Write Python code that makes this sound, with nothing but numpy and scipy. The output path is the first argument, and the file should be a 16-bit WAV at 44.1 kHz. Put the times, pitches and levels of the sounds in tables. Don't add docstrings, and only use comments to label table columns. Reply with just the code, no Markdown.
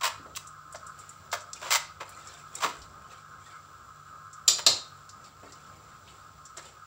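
import sys
import numpy as np
from scipy import signal
from scipy.fft import rfft, irfft, next_fast_len
from scipy.io import wavfile
from scipy.ndimage import uniform_filter1d, map_coordinates

SR = 44100
rng = np.random.default_rng(int(sys.argv[2]) if len(sys.argv) > 2 else 0)


def wav_out(sig):
    wavfile.write(sys.argv[1], SR, np.round(np.clip(np.atleast_2d(sig).T, -1, 1) * 32767).astype(np.int16))


N = 302526
SPAN = np.arange(round(SR / 2)) / SR

# pitch in Hz, width in Hz, level in dB.
CLAY = [(328, 47, -2.5), (640, 135, -2), (946, 110, 2.5), (1216, 470, -0.5), (1773, 280, -0.5),
        (2024, 190, 0), (2540, 450, -3.5), (3220, 600, -3), (3910, 370, 0), (4780, 660, -1.5),
        (6220, 910, 2), (6980, 1850, -1.5), (10000, 3500, -5.5), (15220, 1660, -4.5)]


def amp(db):
    return 10 ** (np.asarray(db) / 20)


def unit(x):
    return x / np.sqrt(np.mean(x ** 2) + 1e-20)


def loudest(x, size):
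    power = uniform_filter1d(x ** 2, size, mode="constant")
    return x / np.sqrt(power.max() + 1e-20)


def along(points, hz):
    f, v = np.transpose(points)
    return np.interp(np.log(hz + 1), np.log(f), v)


def filtered(x, response):
    m = next_fast_len(len(x) + SR // 4)
    spectrum = rfft(x, m) * response(np.fft.rfftfreq(m, 1 / SR))
    return irfft(spectrum, m)[:len(x)]


def peak(f, hz, width):
    return 1j * f * width / (hz * hz - f * f + 1j * f * width)


def low_edge(f, hz, width):
    return (1j * f / hz * peak(f, hz, width)) ** 2


def body(f, modes):
    return sum((-1) ** k * amp(db) * peak(f, hz, width) for k, (hz, width, db) in enumerate(modes))


def lift(f, hz, db, share):
    return 1 + (amp(db) - 1) * peak(f, hz, share * hz)


def wobble(rate):
    knots = rng.standard_normal(int(N * rate / SR) + 4)
    return map_coordinates(knots, [np.arange(N) * rate / SR])


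def grit(size, rate, spread_db):
    hit = rng.random(size) < rate / SR
    sign = np.sign(rng.standard_normal(size))
    strength = amp(spread_db * np.clip(rng.standard_normal(size), -2, 2))
    return unit(hit * sign * strength)


def add(track, s, sound, room_db):
    # frequency in Hz, time to fall by 60 dB in seconds.
    room_decay = [(150, 0.44), (1000, 0.36), (4000, 0.35), (8000, 0.29), (15000, 0.18)]
    hz, t, z = signal.stft(rng.standard_normal(len(SPAN)), SR, nperseg=256)
    decay = amp(-60 * t / along(room_decay, hz)[:, None])
    tail = signal.istft(z * decay, SR, nperseg=256)[1][:len(SPAN)]
    tail *= 1 - np.exp(-SPAN / 0.0008)
    wet = signal.fftconvolve(sound, tail / np.linalg.norm(tail))[:len(sound)]
    part = track[max(round(s * SR), 0):][:len(sound)]
    part += (sound + amp(room_db) * wet)[:len(part)]


def bursts(rows, share, room_db):
    out = np.zeros(N)
    for s, db, hz, life in rows:
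        puff = rng.standard_normal(len(SPAN)) * amp(-30 * SPAN / life)
        sound = filtered(puff, lambda f: peak(f, hz, share * hz) ** 2)
        add(out, s, amp(db) * loudest(sound, size=130), room_db)
    return out


def bubble(hz, cycles):
    t = SPAN[:SR // 10]
    opening = 1 - np.exp(-t * hz)
    return np.sin(2 * np.pi * hz * t * (1 + t)) * np.exp(-t * hz / cycles) * opening


def stove():
    # pitch in Hz, width in Hz, level in dB.
    hollow_modes = [(1064, 18.6, -3), (1169, 45, -8.5), (1241, 31.5, 1.5), (1330.6, 47, -0.5),
                    (1484, 30, -5.5), (1634, 30, -8)]
    # time in seconds, level in dB.
    flame_level = [(3.7, -50.5), (5, -52), (6.86, -53.5)]
    # frequency in Hz, level in dB.
    rumble_spectrum = [(20, -23.5), (48, -12), (60, 5), (68, 11), (80, 6), (95, 10.5), (120, 2.5), (185, 2),
                       (270, -6), (650, -3.5), (950, -4.5), (1800, -24), (6000, -48)]
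    # pitch in Hz, level in dB.
    hum_partials = [(98.5, -67), (148, -66)]
    t = np.arange(N) / SR
    flame = unit(filtered(rng.standard_normal(N), lambda f: body(f, hollow_modes) * peak(f, 1167, 900)))
    flame_db = np.interp(t, *np.transpose(flame_level))
    flutter_db = 1.7 * wobble(9) + 1.7 * wobble(35)
    rumble = unit(filtered(rng.standard_normal(N), lambda f: amp(along(rumble_spectrum, f))))
    rumble_db = -60.5 + 2.6 * wobble(7.7)
    hum = np.zeros(N)
    for hz, db in hum_partials:
        tone = np.sin(2 * np.pi * hz * t + 0.84 * wobble(8.8))
        hum += amp(db + 2.6 * wobble(11.0)) * unit(tone)
    return amp(flame_db + flutter_db) * flame + amp(rumble_db) * rumble + hum


def simmer():
    # frequency in Hz, level in dB.
    hiss_spectrum = [(300, 2.5), (800, 5), (2000, 2), (3000, 2), (6000, 2), (10000, -2), (15500, 2.5)]
    fizz = rng.standard_normal(N) + 0.55 * grit(N, rate=400, spread_db=4)
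    hiss = unit(filtered(fizz, lambda f: amp(along(hiss_spectrum, f))))
    return amp(-59.5 + 0.9 * wobble(2.66)) * hiss


def plops():
    out = np.zeros(N + SR)
    for when, pitch, strength in rng.random(size=(45, 3)):
        level_db = -66.5 + 7 * strength - 4 * pitch
        ring = amp(level_db) * bubble(300 * 9 ** pitch, cycles=5.15)
        out[int(when * N):][:len(ring)] += ring
    return out[:N]


def scrapes():
    # start in seconds, length in seconds, level in dB,
    # favoured hollow in Hz, its boost in dB, low edge in Hz, brightness in dB per octave.
    strokes = [(0.010, 0.019, -34, 1110, 5.5, 616, -3), (0.033, 0.049, -23.5, 1080, 9.5, 550, 0.2),
               (0.362, 0.014, -31, 1050, 11.5, 740, 4.5), (0.7418, 0.014, -39, 665, 10.5, 565, -5.5),
               (1.326, 0.028, -26, 610, 10.5, 560, -1.15), (1.615, 0.14, -38.5, 1100, 5.5, 456, -3),
               (1.706, 0.067, -20, 890, 2, 620, 0.74), (2.001, 0.034, -36, 1030, 5, 454, -5),
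               (2.603, 0.11, -36, 1120, 6, 606, -1.5), (2.62, 0.044, -30, 1020, 8.5, 730, -2.5),
               (2.633, 0.031, -23.5, 1070, 10.5, 730, -2.5), (4.584, 0.02, -33.5, 1300, 5, 380, -1.5),
               (6.568, 0.037, -42.5, 1600, 8, 360, -4.5)]
    swell_share = 0.38
    upper_ratio = 2.44
    out = np.zeros(N)
    for start, length, db, hollow_hz, hollow_db, edge_hz, bright in strokes:
        swell, fade = swell_share * length, (1 - swell_share) * length
        press = np.interp(SPAN, np.cumsum([0, .001, swell, fade, .005]), [1.0, 0.5, 0.7, 0.27, 0])
        catches = amp(2.1 * wobble(329)[:len(SPAN)])
        grains = grit(len(SPAN), rate=2000, spread_db=0) + 0.31 * rng.standard_normal(len(SPAN))

        def pot(f):
            lower = lift(f, hollow_hz, hollow_db, share=0.22)
            upper = lift(f, upper_ratio * hollow_hz, db=6, share=0.3)
            tilt = amp(bright * np.log2(np.clip(f, 500, 9000) / 1500))
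            return body(f, CLAY) * lower * upper * tilt * low_edge(f, edge_hz, 1.025 * edge_hz)

        sound = filtered(press * catches * grains, pot)
        add(out, start, amp(db) * loudest(sound, size=600), room_db=-9)
    return out


def bumps():
    # time in seconds, level in dB, pitch in Hz.
    bump_rows = [(0.195, -49.5, 310), (0.258, -46, 594), (2.640, -37, 340), (2.780, -48.5, 55),
                 (4.481, -47, 470), (4.666, -34, 680), (4.672, -41.5, 320), (4.690, -45.5, 130),
                 (5.432, -47, 500), (5.920, -53, 79.7)]
    life_s = 0.066
    return bursts([(s, db, hz, life_s) for s, db, hz in bump_rows], share=1.0, room_db=-2.0)


def smacks():
    # time in seconds, level in dB, pitch in Hz.
    smack_rows = [(0.351, -42.5, 3560), (0.357, -35, 14900), (0.471, -44, 7700), (0.725, -42.5, 8550),
                  (0.756, -44, 5360), (0.866, -45, 7900), (0.989, -47.5, 8100), (1.092, -42, 8060),
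                  (1.316, -39, 5370), (1.405, -48, 6450), (1.532, -32, 5800), (2.092, -40.5, 10600),
                  (2.272, -42.5, 6260), (2.553, -29.5, 8100), (2.817, -47, 4830), (4.330, -47.5, 6600),
                  (5.092, -46.5, 5530), (5.242, -52, 5200), (5.522, -47.5, 5740), (6.076, -51.5, 3240),
                  (6.453, -47, 6360), (6.572, -39, 6500)]
    typical_life_s, typical_db, life_halves_db = 0.025, -37.5, 9
    rows = []
    for s, db, hz in smack_rows:
        life = typical_life_s * 2 ** ((typical_db - db) / life_halves_db)
        rows.append((s, db, hz, life))
    return bursts(rows, share=.6, room_db=-9)


def squelch_gain():
    # time in seconds, level in dB.
    spells = [
        [(0.8, -72), (0.934, -89), (1.0, -59.5), (1.104, -69.5), (1.124, -61), (1.154, -88), (1.28, -86)],
        [(1.55, -53), (1.602, -58.5), (1.648, -48), (1.66, -50), (1.7, -54)],
        [(2.05, -57.5), (2.104, -60), (2.206, -55), (2.222, -61), (2.346, -53.5), (2.456, -71.5), (2.6, -47.5)],
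        [(2.72, -54.5), (2.946, -82), (3.12, -57.5), (3.334, -83), (3.478, -58), (3.688, -80.5), (3.7, -82)],
        [(5.15, -85), (5.268, -60), (5.342, -82), (5.438, -63), (6.062, -73.5), (6.074, -61), (6.25, -72)],
        [(6.61, -49), (6.634, -60.5), (6.658, -51), (6.734, -70), (6.744, -69), (6.776, -82), (6.8, -72)],
    ]
    ease_s = 0.03
    t, gain = np.arange(N) / SR, np.zeros(N)
    for spell in spells:
        s, db = np.transpose(spell)
        gain += amp(np.interp(t, s, db)) * (t >= s[0]) * (t <= s[-1])
    return uniform_filter1d(gain, max(int(ease_s * SR), 1))


def swishes():
    rustle_db, rustle_hz = -0.5, 3740
    clump_db, clumps_per_s = 3, 70
    pocket_db, pocket_hz, pockets_per_s, pocket_spread_db = -0.5, 2806, 220, 17
    slop_db, slop_hz = -3.5, 630
    tick_db, tick_hz, ticks_per_s = -6, 7370, 78

    rustle = filtered(rng.standard_normal(N), lambda f: peak(f, rustle_hz, 1.6 * rustle_hz))
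    rustle = unit(rustle * amp(clump_db * wobble(clumps_per_s)))
    slop = filtered(rng.standard_normal(N), lambda f: peak(f, slop_hz, 1.7 * slop_hz) ** 2)
    slop = unit(slop * amp(1.5 * wobble(30)))
    snaps = grit(N, rate=ticks_per_s, spread_db=1)
    ticks = unit(filtered(snaps, lambda f: peak(f, tick_hz, 0.51 * tick_hz) ** 2))
    pockets = np.zeros(N + SR)
    for when, pitch, strength in rng.random(size=(int(pockets_per_s * N / SR), 3)):
        hz = pocket_hz * 2 ** (2.4 * (pitch - .5))
        ring = amp(pocket_spread_db * strength) * bubble(hz, cycles=25)
        pockets[int(when * N):][:len(ring)] += ring
    squelch = amp(rustle_db) * rustle + amp(pocket_db) * unit(pockets[:N])
    squelch += amp(slop_db) * slop + amp(tick_db) * ticks
    out = np.zeros(N)
    add(out, 0, squelch_gain() * squelch, room_db=-6)
    return out


def raps():
    # time in seconds, level in dB, chatter in seconds,
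    # favoured pitch in Hz, its boost in dB, the steel's low edge in Hz, clay knock in dB re the level.
    strikes = [(4.478, -13.5, 0.0093, 5210, 2.5, 2950, -20), (4.664, -12.5, 0.0083, 3950, 9.5, 3030, -15)]
    # pitch in Hz, width in Hz, level in dB.
    spoon_modes = [(2725, 670, -8), (3575, 360, -2), (3840, 540, -0.5), (4320, 200, -3), (4636, 190, -4.5),
                   (5040, 280, -1), (5440, 430, -5.5), (5730, 240, 0.5), (6560, 460, -3.5),
                   (7226, 150, -0.5), (7670, 180, -5), (8630, 700, -7), (10700, 2900, -8.5),
                   (15100, 540, -8.5)]
    out = np.zeros(N)
    for s, db, chatter, favoured_hz, favoured_db, edge_hz, knock_db in strikes:
        pressure = np.exp(-(SPAN / chatter - .35) ** 2)
        contact = grit(len(SPAN), rate=9000, spread_db=4.0) * pressure

        def held_spoon(f):
            grip = low_edge(f, edge_hz, edge_hz)
            return body(f, spoon_modes) * lift(f, favoured_hz, favoured_db, share=0.3) * grip

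        steel = filtered(contact, held_spoon)
        clay = filtered(contact, lambda f: body(f, CLAY) * peak(f, 580, 2210))
        add(out, s, amp(db) * loudest(steel, size=400), room_db=-2.0)
        add(out, s, amp(db + knock_db) * loudest(clay, size=400), room_db=0.0)
    return out


def scene():
    sauce = smacks() + bumps() + swishes()
    add(sauce, 0, simmer() + plops(), room_db=-5.5)
    mid = scrapes() + raps() + sauce + stove()
    side = amp(-28.0) * stove() + amp(-15) * simmer()
    return np.array([mid + side, mid - side])


def record(dry):
    # frequency in Hz, gain in dB.
    port_response = [(6050, -0.5), (6600, -6.5), (7200, 7), (7750, 4), (8300, -3.5), (10000, -12.5),
                     (13500, -14.5), (15000, -7), (15600, -3)]
    top_hz = 15750
    microphone = lambda f: amp(along(port_response, f)) * (f < top_hz)
    return np.array([filtered(channel, microphone) for channel in dry])


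dry = scene()
out = record(dry)
wav_out(out)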